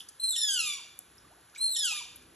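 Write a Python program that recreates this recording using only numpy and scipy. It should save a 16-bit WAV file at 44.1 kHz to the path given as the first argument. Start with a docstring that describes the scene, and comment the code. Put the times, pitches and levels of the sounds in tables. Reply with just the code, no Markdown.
"""A bright hiss and a few drops open the scene and die away over a quiet outdoor hush.
At about 0.2 s an otter squeals from a plastic tub of water in a garden: a thin three-partial whistle
sags, then breaks to a lower, harsh register of many partials and rasp that slides down.
Water gurgles (gliding tones) and drips (short noise bursts); a breathy burst leads into a second squeal
at about 1.6 s. Tub and garden echo it all in part; two closely spaced microphones pick it up."""
import sys
import numpy as np
from scipy import signal
from scipy.fft import rfft, irfft
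from scipy.io import wavfile

SR = 44100
rng = np.random.default_rng(int(sys.argv[2]) if len(sys.argv) > 2 else 0)


def waveform_to_disk(signal):
    """Save audio, clipped to [-1, 1], as 16-bit WAV at the path in sys.argv[1]."""
    frames = np.transpose(np.atleast_2d(signal))
    scaled = np.clip(frames, -1, 1) * 32767
    samples = np.round(scaled).astype(np.int16)
    wavfile.write(sys.argv[1], SR, samples)


N = 103635  # length in samples, about 2.35 s


def undb(db):
    """Turn decibels into a gain, where 20 dB is ten times the amplitude."""
    return 10 ** (np.asarray(db) / 20)


def unit(x):
    """Scale a sound to an rms (average strength) of 1."""
    return x / np.sqrt(np.mean(x ** 2) + 1e-30)


def lookup(table, hz):
    """Read a table between its rows, with frequency on a logarithmic axis as in hearing."""
    table_hz, values = np.array(table, float).T
    return np.interp(np.log(np.maximum(hz, 1)), np.log(np.sort(table_hz)), values)


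def colour(x, table):
    """Make each frequency of a sound louder or softer by the table's decibels."""
    return irfft(rfft(x) * undb(lookup(table, np.fft.rfftfreq(N, 1 / SR))), N)


def noise(spectrum):
    """Random noise with the given balance of frequencies, rms 1."""
    return unit(colour(rng.standard_normal(N), spectrum))


def wander(hz):
    """Smooth random motion up to about this rate, centred on 0 with spread 1."""
    f = np.fft.rfftfreq(N, 1 / SR)
    keep_slow = np.exp(-.5 * (f / hz) ** 2) * (f > 0)
    return unit(irfft(rfft(rng.standard_normal(N)) * keep_slow, N))


def add(out, start_s, sound):
    """Mix a short sound into a longer one from the given time on."""
    i = int(np.clip(start_s * SR, 0, N - 1))
    out[i:i + len(sound)] += sound[:N - i]


# frequency balance of the outdoor hush: pitch_hz [Hz], level_db [dB per Hz, relative]
HUSH_SPECTRUM = [(25, -70), (42, -9), (58, -0.5), (85, -3.5), (130, -2.5), (220, -6.5), (350, -3.5),
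                 (600, -11), (1000, -9), (1550, -5), (2100, -13), (3500, -12), (6200, -17), (7400, -12),
                 (8200, -19), (9400, -15.5), (10200, -5), (11300, -8), (12200, -30.5), (14000, -49)]
# slow rise and fall of the low part of the hush: time_s [s], level_db [dB]
LOW_HUSH_LEVEL = [(0, -1), (.35, -8.5), (.55, 5.5), (.9, -2.5), (1.25, 4), (1.6, -5), (1.95, 0),
                  (2.33, 6.5)]
HUSH_DB, LOW_HUSH_HZ = -60, 503  # level before the low part moves; where the low part ends


def hush(t):
    """Outdoor background: steady noise whose low part slowly swells and sinks."""
    air = undb(HUSH_DB) * noise(HUSH_SPECTRUM)
    low = signal.sosfiltfilt(signal.butter(2, LOW_HUSH_HZ, fs=SR, output="sos"), air)
    time_s, level_db = np.array(LOW_HUSH_LEVEL).T
    return air - low + low * undb(np.interp(t, time_s, level_db))


# share of the hush that differs between the microphones: pitch_hz [Hz], level_db [dB]
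HUSH_DIFFERENCE = [(60, -24), (200, -17), (550, -3.5), (1000, -1), (1600, -22), (3000, -25), (11000, -22)]


def hush_difference(t):
    """A separate hush, added to one microphone and subtracted from the other, which widens it."""
    return colour(hush(t), HUSH_DIFFERENCE)


# colour of the garden echo: pitch_hz [Hz], level_db [dB]
GARDEN_COLOUR = [(500, 7), (1500, -11.5), (2050, 8), (2350, -1.5), (3400, -0.5), (4100, 2.5), (4800, 2.5),
                 (7000, 2.5), (9000, -5.5), (11200, 0), (12100, -28), (13000, -42)]
# time for the low and high noise to fall by 60 dB; level; middle of the fade-in
ECHO_T60_S, ECHO_TREBLE_T60_S, ECHO_DB, ECHO_START_S = 0.63, 0.43, -4.5, 0.0045


def garden(x, t):
    """Diffuse echo of walls and plants: a fading noise tail whose treble dies a little sooner."""
    low_filter = signal.butter(2, 5000, fs=SR, output="sos")
    high_filter = signal.butter(2, 5000, "high", fs=SR, output="sos")
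    low = signal.sosfilt(low_filter, rng.standard_normal(N))
    high = signal.sosfilt(high_filter, rng.standard_normal(N))
    tail = low * np.exp(-np.log(1000) * t / ECHO_T60_S)
    tail = tail + high * np.exp(-np.log(1000) * t / ECHO_TREBLE_T60_S)
    tail = tail * np.clip(t / ECHO_START_S - .5, 0, 1)
    tail = colour(unit(tail) / np.sqrt(N), GARDEN_COLOUR)
    return undb(ECHO_DB) * signal.fftconvolve(x, tail[:N // 2])[:N]


TUB_DB, TUB_DECAY_S = -8, .007


def tub(x, t):
    """Quick reflections between the water and the tub wall: a very short noise echo."""
    early = rng.standard_normal(N) * np.exp(-t / TUB_DECAY_S)
    return x + undb(TUB_DB) * signal.fftconvolve(x, unit(early) / np.sqrt(N))[:N]


# turbulent rasp of the voice, also the opening hiss: pitch_hz [Hz], level_db [dB per Hz, relative]
RASP_SPECTRUM = [(1400, -46), (2100, -26), (2500, -8), (3500, -11), (5000, 2.5), (7000, -5), (9300, 1),
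                 (11000, 6.5), (12000, -13), (13000, -67)]
OPENING_DB, OPENING_DECAY_S = -47.5, 0.033


def opening_hiss(t):
    """A bright noise that dies away at the start."""
    return undb(OPENING_DB) * np.exp(-t / OPENING_DECAY_S) * noise(RASP_SPECTRUM)


# drops and small splashes, and at 1.549 s the breathy onset of the second squeal:
# start_s [s], level_db [dB], centre_hz [Hz], width_octaves [octaves to each side], decay_s [s]
BURST_EVENTS = [(.003, -40.5, 3210, 0.16, 0.011), (.087, -44.5, 6100, 0.41, 0.0055),
                (.088, -37.5, 9630, 0.15, 0.0056), (.99, -31, 9590, 0.36, 0.0017),
                (1.181, -51.5, 5400, 0.14, .005), (1.497, -55.5, 6350, .4, .003),
                (1.549, -50, 4400, 0.8, 0.032), (1.558, -43.5, 2320, 0.082, 0.0091),
                (2.159, -44, 10300, 0.15, 0.0073), (2.222, -57, 7000, .3, 0.0056)]


def drops_and_breath(t):
    """Drops, small splashes and one breathy onset: short noise bursts, each kept to its own band."""
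    out = np.zeros(N)
    for start_s, level_db, centre_hz, width_octaves, decay_s in BURST_EVENTS:
        edges = [centre_hz * 2 ** -width_octaves, centre_hz * 2 ** width_octaves]
        edges = np.clip(edges, 50, SR / 2 - 1000)
        band = signal.butter(3, edges, "bandpass", fs=SR, output="sos")
        burst = rng.standard_normal(N // 20) * np.exp(-t[:N // 20] / decay_s)
        # a narrow band keeps less noise, so it is raised to match
        width_gain = np.sqrt(SR / 2 / (edges[1] - edges[0]))
        add(out, start_s, undb(level_db) * signal.sosfilt(band, burst) * width_gain)
    return out


def bubble(length_s, start_hz, end_hz, level_db):
    """One ringing air pocket: a pure tone that swells, glides and fades."""
    u = np.linspace(0, 1, max(int(length_s * SR), 8))  # progress from 0 to 1
    shape = np.sin(np.pi * u ** 0.84)
    hz = start_hz * (end_hz / start_hz) ** u
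    return undb(level_db) * shape * np.sin(2 * np.pi * np.cumsum(hz) / SR)


# gurgles, closing air pockets that mostly rise in pitch:
# start_s [s], length_s [s], start_hz [Hz], end_hz [Hz], level_db [dB]
GURGLE_EVENTS = [(0.327, 0.015, 1264, 1640, -55.5), (.376, .022, 1200, 1800, -60),
                 (0.839, 0.028, 554, 890, -65.5), (0.989, .025, 746, 725, -63.5),
                 (1.245, 0.016, 1250, 1080, -56.5), (1.297, 0.056, 515, 1270, -58),
                 (1.362, 0.037, 569, 920, -62), (1.538, 0.021, 1280, 2090, -56.5),
                 (1.563, 0.019, 1310, 1900, -57.5), (1.587, 0.027, 903, 1340, -64),
                 (1.675, 0.035, 434, 916, -60), (1.909, 0.04, 716, 1147, -50.5),
                 (1.947, 0.031, 1330, 2220, -52), (2.049, 0.028, 655, 830, -62)]
# faint bubbles: the quietest has BUBBLE_DB, and the spread lifts the others above it
BUBBLE_COUNT, BUBBLE_DB, BUBBLE_SPREAD_DB = 29, -75, 5
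BUBBLE_LOW_HZ, BUBBLE_HIGH_HZ = 338, 2320  # range of starting pitches


def water():
    """Ringing air pockets: distinct gurgles over a random scatter of faint bubbles."""
    out = np.zeros(N)
    for start_s, length_s, start_hz, end_hz, level_db in GURGLE_EVENTS:
        add(out, start_s, bubble(length_s, start_hz, end_hz, level_db))
    for when, size, strength, rise in rng.random((BUBBLE_COUNT, 4)):
        hz = BUBBLE_LOW_HZ * (BUBBLE_HIGH_HZ / BUBBLE_LOW_HZ) ** size
        end_hz = hz * (1 + 0.36 * rise)
        level_db = BUBBLE_DB - BUBBLE_SPREAD_DB * np.log(1 - .95 * strength)
        add(out, when * N / SR, bubble(18 / hz, hz, end_hz, level_db))
    return out


ATTACK_S, RELEASE_S = 0.0038, 0.017
SHIMMER_DB, SHIMMER_HZ, PARTIAL_FLICKER_DB = 2, 62, 1.5  # trembling of the whole and of each partial
JITTER_HZ = 600  # how fast the pitch trembles


def gesture(rows, t):
    """Pitch in Hz and trembling loudness of one part of a squeal."""
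    time_s, pitch_hz, level_db = np.array(rows, float).T
    fade_in = np.clip((t - time_s[0]) / ATTACK_S + .5, 0, 1)
    fade_out = np.clip((time_s[-1] - t) / RELEASE_S + .5, 0, 1)
    shimmer_db = SHIMMER_DB * wander(SHIMMER_HZ)
    loud = fade_in * fade_out * undb(np.interp(t, time_s, level_db) + shimmer_db)
    return np.interp(t, time_s, pitch_hz), loud


def jittered_phase(hz, jitter):
    """Vibration phase of a voice whose pitch trembles by this fraction."""
    return 2 * np.pi * np.cumsum(hz * (1 + jitter * wander(JITTER_HZ))) / SR


def partial(k, hz, phase, throat):
    """Partial k (k times the pitch), coloured by throat and mouth, with its own flicker."""
    level_db = lookup(throat, k * hz) + PARTIAL_FLICKER_DB * wander(SHIMMER_HZ)
    return undb(level_db) * np.sin(k * phase)


# whistle that opens each squeal, one list per squeal: time_s [s], pitch_hz [Hz], level_db [dB]
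WHISTLE_PATHS = [
    [(.198, 4010, -40), (.224, 4185, -38), (.237, 4105, -25), (.27, 4104, -31), (.295, 3945, -32),
     (.32, 3780, -36), (.337, 3476, -35), (.352, 3490, -31.5), (.366, 2886, -37)],
    [(1.575, 3810, -52.5), (1.605, 4100, -33.5), (1.63, 4163, -29.5), (1.655, 4241, -24.5),
     (1.69, 4055, -35), (1.72, 3993, -32.5), (1.74, 3820, -39), (1.755, 3630, -29), (1.768, 3030, -28.5)],
]
# throat and mouth gain for the whistle: pitch_hz [Hz], level_db [dB]
WHISTLE_MOUTH = [(3000, 0), (4100, -0.5), (5900, -16), (6500, -7), (7000, -10.5), (7700, 5.5), (8400, 1.5),
                 (10000, -26), (11200, -1.5), (12000, -15), (12700, -33)]
# jitter (fraction of the pitch) and rasp grow with strain, which is 1 at the steady pitch
WHISTLE_DB, WHISTLE_RASP_DB, WHISTLE_JITTER = -0.5, -27, .002
WHISTLE_STEADY_HZ, WHISTLE_STRAIN_POWER = 3980, 10.3


def whistle(rows, t, count=3):
    """High, nearly pure register with three partials; it frays as the pitch sags."""
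    hz, loud = gesture(rows, t)
    strain = (WHISTLE_STEADY_HZ / hz) ** WHISTLE_STRAIN_POWER
    phase = jittered_phase(hz, WHISTLE_JITTER * strain)
    tone = sum(partial(k, hz, phase, WHISTLE_MOUTH) for k in range(1, count + 1))
    rasp = undb(WHISTLE_RASP_DB) * strain * noise(RASP_SPECTRUM)
    return undb(WHISTLE_DB) * loud * (tone + rasp)


# harsh lower register after each whistle, one list per squeal: time_s [s], pitch_hz [Hz], level_db [dB]
SQUALL_PATHS = [
    [(.362, 1856, -27), (.4, 1813, -33), (.435, 1756, -26.5), (.475, 1688, -34), (.492, 1623, -29),
     (.55, 1525, -31.5), (.585, 1417, -32.5), (.603, 1366, -28), (.622, 1288, -37), (.68, 1202, -35),
     (.73, 1147, -36.5), (.78, 1077, -57.5), (.802, 922, -88)],
    [(1.763, 1872, -27.5), (1.795, 1789, -30), (1.83, 1683, -29.5), (1.855, 1542, -29.5),
     (1.885, 1378, -33), (1.92, 1244, -38), (1.96, 1208, -37), (1.995, 1175, -44.5), (2.015, 957, -56)],
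]
# throat and mouth gain for the lower register: pitch_hz [Hz], level_db [dB]
SQUALL_MOUTH = [(900, 18.5), (1150, -2.5), (1400, 3.5), (1770, -2), (1880, 4), (2080, -21), (2300, -2.5),
                (2800, 4), (3600, -0.5), (4400, -6), (5400, -4), (6000, -8), (7100, -1.5), (8300, -4.5),
                (9600, -11.5), (10900, -0.5), (11700, -20), (12600, -43), (13100, -71)]
# jitter (fraction of the pitch) and rasp grow with roughness, which is 1 at the reference pitch
SQUALL_DB, SQUALL_RASP_DB, SQUALL_JITTER = -2.5, -21, .009
ROUGH_REF_HZ, ROUGH_POWER = 1343, 1.23  # the voice gets rougher as its pitch falls
# the soft, pure fundamental (partial 1) grows more slowly than the overtones
FUNDAMENTAL_DB, FUNDAMENTAL_GROWTH = -31, 0.46
# share of its strength at the break, and the time by which it is full
FUNDAMENTAL_START, FUNDAMENTAL_RISE_S = .35, .075


def squall(rows, t, count=12):
    """Lower register: a pure fundamental swells in under jittery overtones and a growing rasp."""
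    hz, loud = gesture(rows, t)
    rough = (ROUGH_REF_HZ / hz) ** ROUGH_POWER
    phase = jittered_phase(hz, SQUALL_JITTER * rough)
    top_hz = SQUALL_MOUTH[-1][0]  # no overtones from here up
    overtones = sum(partial(k, hz, phase, SQUALL_MOUTH) * (k * hz < top_hz) for k in range(2, count + 1))
    rasp = noise(RASP_SPECTRUM) * rough * undb(SQUALL_RASP_DB)
    # holds its starting share for half the rise time, then swells to full
    still_to_rise = np.clip(2 - 2 * (t - rows[0][0]) / FUNDAMENTAL_RISE_S, 0, 1)
    swell = FUNDAMENTAL_START ** still_to_rise
    strength = undb(FUNDAMENTAL_DB + lookup(SQUALL_MOUTH, hz)) * swell * loud ** FUNDAMENTAL_GROWTH
    return undb(SQUALL_DB) * loud * (overtones + rasp) + strength * np.sin(phase)


BURST_SEND_DB, ECHO_SIDE_DB = -6, -14  # bursts and gurgles into the garden; echo that differs by microphone


def scene():
    """Squeals, water and hush, with their echoes, at the two microphones."""
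    t = np.arange(N) / SR
    voice = sum(whistle(rows, t) for rows in WHISTLE_PATHS)
    voice = voice + sum(squall(rows, t) for rows in SQUALL_PATHS)
    gurgle, bursts = water(), drops_and_breath(t)
    send = voice + undb(BURST_SEND_DB) * (bursts + gurgle)
    shared = tub(voice, t) + gurgle + bursts + garden(send, t) + opening_hiss(t) + hush(t)
    difference = undb(ECHO_SIDE_DB) * garden(send, t) + hush_difference(t)
    return np.array([shared + difference, shared - difference])


# phase by which the left microphone leads: pitch_hz [Hz], lead_rad [radians]
MICROPHONE_LEAD = [(20, 0), (250, -.1), (600, -.45), (1100, 0), (2000, .05), (2600, .65), (4000, .7),
                   (4500, 1.5), (4900, 3.1), (5300, 5.5), (5700, 6.2), (6200, 6.35), (7200, 7.7),
                   (8200, 8.8), (8800, 9.35), (9500, 9.45), (10000, 10.1), (11000, 11.2), (12200, 12.4)]
TOP_HZ = 15100  # upper limit of the sound


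def record(dry):
    """The two microphones differ in phase, half the lead each way; everything above TOP_HZ is removed."""
    size = 2 * N  # silence after the end keeps the phase shift from wrapping round
    lead = lookup(MICROPHONE_LEAD, np.fft.rfftfreq(size, 1 / SR))
    shift = np.exp(.5j * np.array([lead, -lead]))
    both = irfft(rfft(dry, size) * shift, size)[:, :N]
    return signal.sosfilt(signal.ellip(8, .2, 70, TOP_HZ, fs=SR, output="sos"), both)


dry = scene()
out = record(dry)
waveform_to_disk(out)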